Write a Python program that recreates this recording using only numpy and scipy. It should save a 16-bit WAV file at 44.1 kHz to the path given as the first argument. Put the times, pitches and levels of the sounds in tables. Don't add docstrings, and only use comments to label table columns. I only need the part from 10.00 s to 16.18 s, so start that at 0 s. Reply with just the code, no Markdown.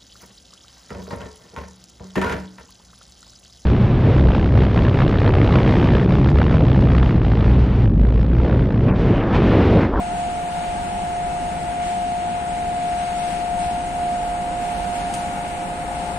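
import sys
import numpy as np
from scipy import signal
from scipy.fft import rfft, irfft, next_fast_len
from scipy.io import wavfile
from scipy.ndimage import uniform_filter1d

SR = 44100
rng = np.random.default_rng(int(sys.argv[2]) if len(sys.argv) > 2 else 0)


def master(y):
    cut = np.clip(np.atleast_2d(y).T, -1, 1)
    pcm = np.round(cut * 32767)
    wavfile.write(sys.argv[1], SR, pcm.astype(np.int16))


def makeup_ratio(level_db):
    decades = np.asarray(level_db, float) / 20
    return 10 ** decades


N = 272538
M = next_fast_len(N)
T, F = np.arange(N) / SR, np.fft.rfftfreq(M, 1 / SR)
CREEP_FROM_S = 3.4


def along(table, axis):
    first, *columns = np.transpose(table)
    return [np.interp(axis, first, c) for c in columns]


def over_hz(table):
    table = np.array(table, float)
    return along(np.c_[np.log(table[:, 0]), table[:, 1:]], np.log(F + 1))


def walk(rate):
    hold = int(SR / rate)
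    steps = np.repeat(rng.standard_normal(N // hold + 1), hold)
    wander = uniform_filter1d(uniform_filter1d(steps, hold), hold)[:N]
    return wander / wander.std()


def tone(phase, db, pan_db, lead):
    side = np.array([[.5], [-.5]])
    return np.sqrt(2) * makeup_ratio(db + side * pan_db) * np.sin(phase + side * lead)


def pull():
    rise_s = 1.5
    return np.clip((T - CREEP_FROM_S) / rise_s, 0, 1)


# (time [s], level [dB], left minus right [dB])
BLADE_TONE = [(0.0, -26.5, 1), (.2, -25, .3), (.4, -26.5, .1), (.95, -27.5, -2), (1.4, -25, 0.1),
              (1.58, -27, 0.1), (1.86, -24, 1.5), (2.6, -26, 1.5), (3.0, -24, 2), (3.4, -26, 6),
              (3.68, -22.7, .6), (3.88, -27, 1.5), (4.0, -24, -1.5), (4.42, -25.5, -2.5), (4.85, -29, -8.5),
              (5.18, -27.5, -1), (5.7, -30.5, -5), (6.18, -31, 6.5)]
# (shaft order, level [dB], left minus right [dB], left lead [rad], start phase [rad])
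SHAFT_ORDERS = [
    (9, -49.5, -2, -.6, 0),
    (10, -58, 0, -.5, 0),
    (11, -49, 0, -.5, 2.9),
    (13, -45, 2, -.4, 0),
    (24, -56.5, 4, 1.3, 0),
    (36, -68, 4, -.8, 0),
    (48, -63, 6, -1.1, 0),
    (1, -50, 3.7, -.1, 0),
]
SHAFT_ORDER_TRIM = [0.1, 0.1, 0.1, 0.11, 0.1, 0.1, 0.1, 0.1]


def fan():
    shaft_hz = 58.965
    turn = 2 * np.pi * shaft_hz * T + 0.032 * walk(1.49)
    db, pan_db = along(BLADE_TONE, T)
    lead_at_rest_rad, lead_rad_per_s, lead_waver_rad = -.95, .45, .12
    creep_s = np.clip(T - CREEP_FROM_S, 0, None)
    lead = lead_at_rest_rad + lead_rad_per_s * creep_s + lead_waver_rad * walk(3)
    blade_phase = 12 * turn + 0.08 * walk(12)
    blade_db = db + .6 + 0.5 * walk(14) + .5 * walk(7)
    out = tone(blade_phase, blade_db, pan_db + .6 * walk(10), lead)

    fade_s, fade_width_s, fade_db, pull_db = 2.4, .6, -6, 5.8
    ninth_db = fade_db * np.exp(-((T - fade_s) / fade_width_s) ** 2) + pull_db * pull()
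    for (order, db, pan_db, lead, start), trim_db in zip(SHAFT_ORDERS, SHAFT_ORDER_TRIM):
        swell_db = ninth_db if order == 9 else 0
        phase = order * turn + start + .2 * walk(6)
        order_db = db + trim_db + swell_db + .2 + 1.1 * walk(6)
        out += tone(phase, order_db, pan_db, lead)
    return out


# (start [s], swell [dB], hold [s])
RIGGING_SCRAPES = [(.14, 1.6, .08), (.5, 1.2, .15), (1.81, 4.5, .08), (2.8, 1.6, .14), (2.96, 2.4, .1),
                   (3.15, 4.4, .2), (3.58, 4.5, .06), (4.6, 2.4, .2), (4.93, 3, .08), (5.12, 2.6, .05),
                   (5.93, 1.4, .1)]


def scrapes():
    attack_s, release_s = .03, .09
    swell_db = 0
    for start, db, hold in RIGGING_SCRAPES:
        rise = np.clip((T - start) / attack_s, 0, 1)
        swell_db = swell_db + db * rise * np.exp(-np.clip(T - start - hold, 0, None) / release_s)
    return swell_db


# (frequency [Hz], level [dB per Hz], left minus right [dB], likeness of sides [0-1], left lead [rad])
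NOISE_SPECTRUM = [(22, -58, 5, 0.77, -0.28), (42, -54.5, 3.3, 0.92, -0.1), (62, -56, 3.7, 0.93, -0.1),
                  (85, -58.5, 3, 0.93, -0.2), (114, -64.5, 6.5, 0.88, -0.2), (150, -58.5, 5, 0.98, -0.2),
                  (189, -55, 4.5, 0.96, -0.15), (221, -60.5, 5.3, 0.94, -0.44), (309, -61.5, 6, 0.95, -0.69),
                  (425, -66.5, 2.1, 0.89, -1.12), (570, -66.5, -0.7, 0.73, -0.7), (700, -64.5, -1, 0.8, -0.3),
                  (815, -59.0, 7.5, 0.89, -0.26), (881, -58.5, 4.5, 0.79, -0.38),
                  (958, -65, 13, 0.38, -2.1), (1058, -68.5, 4.5, 0.71, -3), (1390, -68.5, 3.5, 0.44, -4.5),
             (1900, -72.5, 4, 0.27, -6), (2150, -71, 3, 0.65, -7.5), (2370, -72.5, 3.5, 0.4, -7),
             (2860, -73.5, 5.5, 0.19, -7.5), (3190, -77, 4, 0.13, -9.5), (4240, -80.5, 0, 0.17, -8),
             (4980, -84.5, -1.5, 0.06, -9),
                  (6000, -85.5, -0.5, 0.06, -5), (6960, -84, -0.4, 0.52, -7.5), (7900, -81.5, -2, 0.76, -7.5),
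              (8900, -79.5, -4.5, 0.83, -7), (9520, -82, -6.5, 0.88, -7), (10040, -88, -8, 0.81, -6),
              (10660, -92, -5, 0.65, -6), (11650, -98.5, -4, 0.69, -6), (12700, -102.4, -0.3, 0.7, -4.5),
              (13400, -109.0, 0.9, 0.51, -5)]


def noise_spectra():
    db, pan_db, likeness, lead = over_hz(NOISE_SPECTRUM)
    likeness = np.clip(likeness, 0, 1)
    shared, left, right = rfft(rng.standard_normal((3, M)))
    pair = []
    for side, own in ((1, left), (-1, right)):
        common = np.sqrt(likeness) * shared * np.exp(.5j * side * lead)
        pair.append(common + np.sqrt(1 - likeness) * own)
    left_share = 1 / (1 + makeup_ratio(-2 * pan_db))
    pair = np.array(pair) * makeup_ratio(db) * np.sqrt(SR * np.array([left_share, 1 - left_share]))
    return pair / (1 + (14 / (F + 1)) ** 4) / (1 + (F / 13400) ** 40)


LAYER_HZ = [60, 200, 850, 1800, 4500, 8800, 12500]
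# (share of a scrape's swell [ratio], rise under load [dB], slow wander [dB])
LAYER_MOTION = [
    (.01, .6, .3),
    (.01, .3, .4),
    (.01, 2.2, .2),
    (.33, .01, .4),
    (1.15, -.2, .2),
    (.75, .1, .2),
    (.8, 4, .6),
]


def airflow():
    pair = noise_spectra()
    controls = np.array([share * scrapes() + load_db * pull() + wander_db * walk(5)
                         for share, load_db, wander_db in LAYER_MOTION])
    controls -= np.median(controls, axis=1)[:, None]
    centres = np.arange(5, 14.1, .5)
    out, near = 0, walk(3.2)
    for k, octave in enumerate(centres):
        window = np.interp(np.log2(F + 1), centres, np.arange(len(centres)) == k)
        place = np.interp(octave, np.log2(LAYER_HZ), np.arange(len(LAYER_HZ)))
        low = min(int(place), len(LAYER_HZ) - 2)
        level_db = (low + 1 - place) * controls[low] + (place - low) * controls[low + 1]
        near = 0.81 * near + 0.94 * walk(3)
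        band = irfft(pair * window, M)[:, :N]
        out = out + band * makeup_ratio(.85 * level_db + .2 * near + .4 * walk(12))
    return out


# (frequency [Hz], width [Hz], level [dB])
SQUEAK_MODES = [
    (8580, 40, -41.5),
    (8980, 40, -52),
    (9720, 40, -53),
    (8000, 40, -59),
]
SQUEAK_TIMES = [3.55, 3.6, 3.69]


def squeak():
    ring = sum(makeup_ratio(db) * np.sqrt(width) / (1 + (2 * (F - hz) / width) ** 2) for hz, width, db in SQUEAK_MODES)
    sound = irfft(rfft(rng.standard_normal(M)) * ring, M)[:N] * 3.3
    swell = np.interp(T, SQUEAK_TIMES, [0, 1, 0])
    return sound * swell * makeup_ratio(np.array([[-1.5], [1.5]]))


# (time [s], peak level [dB], decay to -60 dB [s])
VALVE_SPITS = [
    (5.137, -28.5, 0.08),
    (5.149, -40, 0.04),
    (5.17, -44, .08),
    (5.18, -42, .06),
    (5.19, -45, .1),
]
# (frequency [Hz], level [dB])
VALVE_COLOUR = [(1500, -10.5), (2500, -5), (4000, -11), (6000, -7.5), (7500, -6), (9000, 1), (10500, -12.5),
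                (12500, -22), (14000, -31), (14600, -70)]


def valve():
    puff = irfft(rfft(rng.standard_normal((2, M))) * makeup_ratio(over_hz(VALVE_COLOUR)[0]), M)[:, :N]
    puff = (puff + 0.32 * puff[::-1]) / puff.std()
    shape = 0
    for start, db, t60 in VALVE_SPITS:
        decay = makeup_ratio(db - 60 * np.clip(T - start, 0, 1) / t60)
        shape = shape + decay * np.clip((T - start) / .002, 0, 1)
    lowpass = signal.butter(10, 14400, fs=SR, output="sos")
    return signal.sosfilt(lowpass, puff * shape)


def lower_sideband():
    sideband_hz, level_db, waver_rad = 696, -49, 1.5
    phase = 2 * np.pi * sideband_hz * T + waver_rad * walk(8)
    return tone(phase, level_db + 2.5 * walk(6), .6, -.7)


def scene():
    return fan() + airflow() + valve() + squeak() + lower_sideband()


# (frequency [Hz], step over band rms [dB],
# chance of one signal for both sides [0-1], chance of a side upside down [0-1])
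PHONE_ROUNDING = [(3000, -6, 0, 0), (4300, 3, 0, 0), (4800, 7.5, 0, 0), (6000, 7.5, 0, 0),
                  (6300, 5, .75, .22), (7200, 4, .8, .15), (8000, 2, .8, .08), (9500, 1, .9, 0),
                  (10300, 7, .8, 0), (11200, 11, .5, .1), (12300, 11.5, .35, .1), (13500, 12.5, .35, .1)]
PHONE_BANDS = [132, 144, 160, 176, 196, 216, 240, 264, 292] + list(range(320, 641, 32))
# (from [s], to [s], band [Hz])
SIDE_FLIPS = [(.11, .18, 6500), (1.22, 1.29, 6500), (3.01, 3.1, 7200), (3.17, 3.24, 6500),
              (3.19, 3.29, 7200), (3.59, 3.72, 6500), (3.76, 3.85, 7200), (4.17, 4.27, 6500),
              (4.72, 4.8, 7200), (5.0, 5.06, 7900), (6.09, 6.18, 6500)]


def phone_rounding(x, scatter_db=2.0):
    size = 941
    n, k = np.arange(2 * size), np.arange(PHONE_BANDS[0], PHONE_BANDS[-1])
    window = np.sin(np.pi * (n + .5) / 2 / size)[:, None]
    cosines = np.cos(np.pi / size * np.outer(n + .5 + size / 2, k + .5))
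    basis = window * cosines * np.sqrt(2 / size)
    count = N // size + 2
    blocks = np.pad(x, ((0, 0), (size, (count + 1) * size - N - size))).reshape(2, -1, size)
    lines = np.concatenate([blocks[:, :-1], blocks[:, 1:]], axis=2) @ basis
    rounded = lines.copy()
    frame_s, line_hz = np.arange(count)[:, None] * size / SR, SR / 2 / size
    for lo, hi in zip(PHONE_BANDS, PHONE_BANDS[1:]):
        cut = slice(lo - k[0], hi - k[0])
        left, right = lines[:, :, cut]
        band = np.array([left, right, (left + right) / np.sqrt(2), (left - right) / np.sqrt(2)])
        step_db, chance, upside_down = along(PHONE_ROUNDING, (lo + hi) / 2 * line_hz)
        rms = np.sqrt(np.mean(band ** 2, axis=2, keepdims=True)) + 1e-12
        luck = uniform_filter1d(rng.standard_normal((2, count, 1)), size=2, axis=1) * np.sqrt(2)
        step = np.sqrt(rms[0] * np.median(rms[0])) * makeup_ratio(step_db + scatter_db * luck[0])
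        kept = np.sign(band) * np.floor(abs(band) / step + .4) * step
        usual = rms[0, :, 0] < 2 * np.median(rms[0])
        kept *= min(2, np.sqrt(np.mean(band[:, usual] ** 2) / (np.mean(kept[:, usual] ** 2) + 1e-20)))
        joint = np.mean(luck[1] > luck[1].T, axis=1, keepdims=True) < chance
        sign = np.where(rng.random((count, 1)) < upside_down, -1, 1)
        gain = sign * makeup_ratio(1.5 * np.round(20 * np.log10(rms[1] / rms[0]) / 1.5))
        for start, end, hz in SIDE_FLIPS:
            flip = (frame_s >= start) & (frame_s <= end) & (lo * line_hz < hz < hi * line_hz)
            joint, gain = joint | flip, np.where(flip, -1, gain)
        rounded[0, :, cut] = np.where(joint, kept[0], (kept[2] + kept[3]) / np.sqrt(2))
        rounded[1, :, cut] = np.where(joint, gain * kept[0], (kept[2] - kept[3]) / np.sqrt(2))
    change = (rounded - lines) @ basis.T
    added = change[:, 1:, :size] + change[:, :-1, size:]
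    return x + added.reshape(2, -1)[:, :N]


def top_cut(x):
    return signal.sosfilt(signal.butter(12, 14120, fs=SR, output="sos"), x)


def record(dry):
    mix = phone_rounding(dry)
    return top_cut(mix)


dry = scene()
out = record(dry)
master(out)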